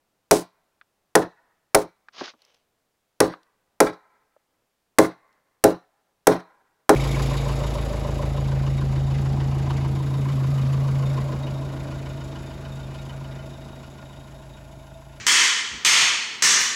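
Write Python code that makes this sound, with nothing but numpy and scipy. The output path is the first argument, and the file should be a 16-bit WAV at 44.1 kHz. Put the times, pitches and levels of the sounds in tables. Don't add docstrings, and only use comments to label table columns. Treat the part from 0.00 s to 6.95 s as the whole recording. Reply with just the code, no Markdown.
import sys
import numpy as np
from scipy import signal
from scipy.fft import rfft, irfft, next_fast_len
from scipy.io import wavfile
from scipy.ndimage import uniform_filter1d, minimum_filter1d, map_coordinates

SR = 44100
rng = np.random.default_rng(int(sys.argv[2]) if len(sys.argv) > 2 else 0)


def to_wav(s):
    ch = np.atleast_2d(s).T
    pcm = np.round(np.clip(ch, -1, 1) * 32767)
    wavfile.write(sys.argv[1], SR, pcm.astype(np.int16))


N = 306495


def amp(db):
    return 10 ** (np.asarray(db) / 20)


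def unit(x):
    return x / np.sqrt(np.mean(x ** 2) + 1e-20)


def along(points, hz):
    f, v = np.transpose(points)
    return np.interp(np.log(hz + 1), np.log(f + 1), v)


def coloured(x, spectrum, bright_db=0):
    hz = np.fft.rfftfreq(len(x), 1 / SR)
    shelf = bright_db * hz ** 4 / (hz ** 4 + 8000 ** 4)
    gain = amp(along(spectrum, hz) + shelf)
    return unit(irfft(rfft(x) * gain, len(x)))


def noise(spectrum, size, bright_db=0):
    return coloured(rng.standard_normal(size), spectrum, bright_db)


def grains(spectrum, size, rate, spread_db):
    snaps = (rng.random(size) < rate / SR) * rng.standard_normal(size)
    return coloured(snaps * amp(spread_db * rng.standard_normal(size)), spectrum)


def patches(size, rate):
    knots = rng.standard_normal(int(size * rate / SR) + 4)
    return map_coordinates(knots, [np.arange(size) * rate / SR])


def fade(t, t60):
    return amp(-60 * t / t60)


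def rise(t, attack):
    return 1 - np.exp(-(t / attack) ** 2)


def until(t, end, order):
    return 1 / np.sqrt(1 + (t / end) ** order)


def add(track, s, sound):
    part = track[round(s * SR):][:len(sound)]
    part += sound[:len(part)]


def forest_air():
    # f/Hz, level/dB per Hz
    air = [(15, -12.5), (35, -17.5), (150, -14), (330, -14.5), (600, -14), (1000, -17.5), (2000, -23),
           (5000, -27), (16000, -32)]
    level_db = -74.5
    rush = noise(air, next_fast_len(N))[:N]
    below_1500_hz = signal.butter(2, 1500, fs=SR, output="sos")
    murmur = signal.sosfiltfilt(below_1500_hz, rush)
    hiss = rush - murmur
    wander = amp(1.6 * patches(N, rate=5.9))
    return amp(level_db) * (hiss + murmur * wander)


def settling():
    # f/Hz, level/dB per Hz
    litter = [(80, -37), (500, 3), (1500, -6), (2500, -4), (2950, 1), (3400, -2), (4200, -8), (6200, -8),
              (8000, -37)]
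    shower = np.exp(-((np.arange(N) / SR - 2.48) / 0.11) ** 2)
    return amp(-65.5) * shower * grains(litter, next_fast_len(N), rate=2500, spread_db=0.5)[:N]


def tick(t, db, hz):
    # f/multiple of the pitch, level/dB per Hz
    chip = [(.2, -25.5), (.67, -8), (1, 3), (1.33, -6.5), (1.9, -19), (2.5, -17), (3.2, -24), (6, -56)]
    t60_at_1khz_s, damping_power = 0.026, 0.28
    wood = [(hz * multiple, level) for multiple, level in chip]
    t60 = t60_at_1khz_s * (1000 / hz) ** damping_power
    return amp(db - 4.5) * noise(wood, len(t)) * rise(t, 0.00081) * fade(t, t60)


def ticks():
    # t/s, relative level/dB, pitch f/Hz
    contacts = [(.812, -34, 1400), (2.085, -32, 1550), (2.279, -28, 1420), (2.4187, -43.5, 4480),
                (2.4494, -45, 5250), (2.544, -48, 5110), (3.3366, -23, 1230), (3.431, -49.5, 4370),
                (4.364, -45, 612), (5.327, -55, 4000)]
    track, t = np.zeros(N), np.arange(SR // 4) / SR
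    for s, db, hz in contacts:
        add(track, s, tick(t, db, hz))
    return track


def scrape():
    # f/Hz, level/dB per Hz
    shaving = [(88, -49.5), (150, -17), (419, -8.5), (687, -3), (767, -8), (1210, -1), (1460, -7),
               (1570, -3.5), (1720, -6), (3090, -4.5), (5070, -4.5), (6550, -13), (7870, -38), (12000, -46),
               (15600, -75.5), (22000, -120)]
    # t/s, relative level/dB
    bumps = [(2.209, -23.5), (2.336, -51.5)]
    # f/Hz, level/dB per Hz
    bump = [(30, -50), (120, -24), (280, 4), (450, -2), (800, -9), (1400, -14.5), (4000, -46), (10000, -80)]
    start_s, level_db = 2.1213, -41.5
    attack_s, hold_s, release_t60_s = 0.089, 0.086, 0.087
    since = np.arange(N) / SR - start_s
    released = np.maximum(since - attack_s - hold_s, 0)
    push = np.clip(since / attack_s, 0, 1) * fade(released, release_t60_s)
    pressure = push * amp(level_db + 1.8 * patches(N, rate=140))
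    track = pressure * grains(shaving, next_fast_len(N), rate=5900, spread_db=1)[:N]
    t = np.arange(SR // 4) / SR
    for s, db in bumps:
        thump = amp(db) * noise(bump, len(t)) * rise(t, 0.0042) * fade(t, 0.089)
        add(track, s, thump + tick(t, db + 4.5, hz=1160))
    return track


def echoes(sound, t, near_db, far_db, patchy_db):
    # f/Hz, level/dB per Hz
    trunks = [(40, -36), (180, -19), (500, -15), (1200, -0.5), (2300, -1), (3100, -2), (4200, -1),
              (5800, -11.5), (7200, -20), (16000, -20.5)]
    # f/Hz, level/dB per Hz
    forest = [(40, -36.5), (300, -20.5), (600, -10), (1000, 3), (1600, 3), (2300, 2), (3100, -8.5),
              (4000, -5), (6000, -20), (16000, -29.5)]
    size = len(t)
    near_lumps = amp(patchy_db * patches(size, rate=93))
    near = noise(trunks, size) * near_lumps * rise(t, 0.028) * fade(t, 0.3) * until(t, 0.15, order=24)
    far_lumps = amp(patchy_db / 2 * patches(size, rate=50))
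    far = noise(forest, size) * far_lumps * rise(t, 0.098) * fade(t, 1.2)
    answer = amp(near_db) * near / np.linalg.norm(near) + amp(far_db) * far / np.linalg.norm(far)
    return signal.fftconvolve(sound, answer)[:size]


def log_ring(t, knock_db, tilt_db, clack_db, low_ratio, scatter_db, detune, travel, smear):
    # nominal f/Hz, relative level/dB, t60/s
    modes = [(126, -20, 0.32), (174.76, -16, 0.49), (239.4, -16.5, 0.22), (269, -7.5, 0.24),
             (315, -3, 0.26), (340.4, -8, 0.27), (372, -8.5, .2), (421.5, 2, .17), (474, -7, .17),
             (527.6, -3, 0.18), (562, -6.5, 0.16), (653, -3, .14), (761, -8.5, .13), (823, -7.5, 0.11),
             (917, -12.5, 0.1), (1040, -12.5, 0.26), (1206, -13.5, 0.13), (1407, -12.5, .15),
             (1513, -13, .14), (1936, -14, 0.067)]
    hz, db, t60 = np.transpose(modes)[:, :, None]
    level, tuning, phase = rng.standard_normal((3, len(modes), 1))
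    knock_force_db = knock_db + tilt_db * np.log2(hz / 424)
    force_db = np.where(hz < 850, knock_force_db, clack_db + 0.5)
    pitch = hz * np.where(hz < 300, low_ratio, 1) * (1 + detune * tuning)
    arrival = travel * np.sqrt(400 / hz)
    ring = np.sin(2 * np.pi * pitch * (t - 2 * arrival) + smear * phase)
    gain = amp(force_db + db + scatter_db * level)
    return np.sum(gain * ring * rise(t, 0.77 * arrival) * fade(t, t60), axis=0)


def chop(t, knock_db, tilt_db, bite, bright_db, impact_db, splinter_db):
    # f/Hz, level/dB per Hz
    crack_spectrum = [(60, -14), (400, 0), (1000, -3), (2000, 1), (3000, -8), (4200, -6), (5700, 0),
                      (7300, -4), (9500, 1.5), (12000, -6), (16000, -12.5)]
    # f/Hz, level/dB per Hz
    clack_spectrum = [(100, -25), (450, -4), (700, 3.5), (1200, -4), (2200, -12.5), (3000, -25.5),
                      (5000, -25.5), (16000, -35)]
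    # f/Hz, level/dB per Hz
    thud_spectrum = [(20, -12.5), (60, -12), (120, -4), (220, -4), (330, -2), (600, 1), (900, -3.5),
                     (2000, -23), (6000, -62.5)]
    # f/Hz, level/dB per Hz
    splinters = [(500, -17), (2000, -5.5), (3000, -5), (4000, -2), (6000, 0.5), (7300, -1.5), (9500, -1),
                 (12000, -8), (16000, -10.5)]
    # f/Hz, level/dB per Hz
    steel = [(3000, -35.5), (3600, -12), (3950, 1), (4350, -9), (4800, -22), (5400, -15.5), (5800, -7.5),
             (6300, -17), (8000, -45.5)]
    size = len(t)
    clack_db = -15.5 + 0.33 * impact_db
    spray_time = 0.08 * 2 ** ((splinter_db + 40.5) / 29.5)
    low_ratio = 1.025 - 0.0078 * tilt_db

    impact = amp(impact_db) * np.sin(2 * np.pi * 1300 * t) * fade(t, 0.005)
    parting = rise(t, 0.0005) * (until(t, bite, order=12) + 0.091 * fade(t, 0.091))
    crack = amp(-10.6) * noise(crack_spectrum, size, bright_db - 1.5) * parting
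    clack = amp(clack_db + 7) * noise(clack_spectrum, size) * rise(t, 0.00064) * fade(t, 0.085)
    thud = amp(knock_db - 4) * noise(thud_spectrum, size) * rise(t, 0.004) * fade(t, 0.27)
    ring = amp(2.5) * log_ring(t, knock_db, tilt_db, clack_db, low_ratio,
                               scatter_db=2.0, detune=0.0045, travel=0.011, smear=0.76)
    boom = (thud + ring) * until(t, 0.12, order=12)
    fibres = grains(splinters, size, rate=6000, spread_db=0.5)
    flight = rise(t, 0.0025) * fade(t, 0.36) * until(t, spray_time, order=16)
    spray = amp(splinter_db + 6) * fibres * flight
    head = amp(knock_db - 26.5) * noise(steel, size) * fade(t, 0.26)
    return impact + crack + clack + boom + spray + head


def axe():
    # t/s, knock level/dB, knock tilt/dB per octave,
    # bite length/s, relative crack brightness/dB, impact level/dB, splinter level/dB, near echo level/dB
    strokes = [(0.3103, -12.5, -1, 0.0056, -4, -12, -29.5, -24.5),
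               (1.153, -12.5, 2, 0.0051, -4.5, -2.5, -42.5, -23),
               (1.7463, -14, 3.5, 0.0064, 0, -7, -39.5, -30),
               (3.2029, -13, 1, 0.0037, -6.5, -9, -43.5, -21),
               (3.8032, -12.5, 1.5, 0.0038, -4.5, -5, -41, -18),
               (4.9854, -10.5, 0.5, 0.0042, -3.5, 0, -37.5, -21),
               (5.6393, -10.5, 2, 0.0035, 2, -14, -42, -24),
               (6.2698, -11, -0.5, .0039, 2, -6, -42.5, -17.5),
               (6.8929, -12, 0.5, .0026, -6.5, -1.5, -45, -20.5)]
    track, t = np.zeros(N), np.arange(SR) / SR
    for s, *stroke, echo_db in strokes:
        sound = chop(t, *stroke)
        answer = echoes(sound, t, near_db=echo_db, far_db=echo_db - 25.5, patchy_db=4.8)
        add(track, s, sound + answer)
    return track


def scene():
    return (forest_air() + settling() + scrape() + ticks() + axe())[None]


def record(dry):
    ceiling, top_hz = 0.92, 15900
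    needed = np.minimum(1, ceiling / (np.abs(dry) + 1e-9))
    gain = uniform_filter1d(minimum_filter1d(needed, size=21), size=21)
    limited = dry * gain
    low_pass = signal.firwin(241, top_hz, window=("kaiser", 11), fs=SR)
    return signal.fftconvolve(limited, low_pass[None], mode="same")


dry = scene()
out = record(dry)
to_wav(out)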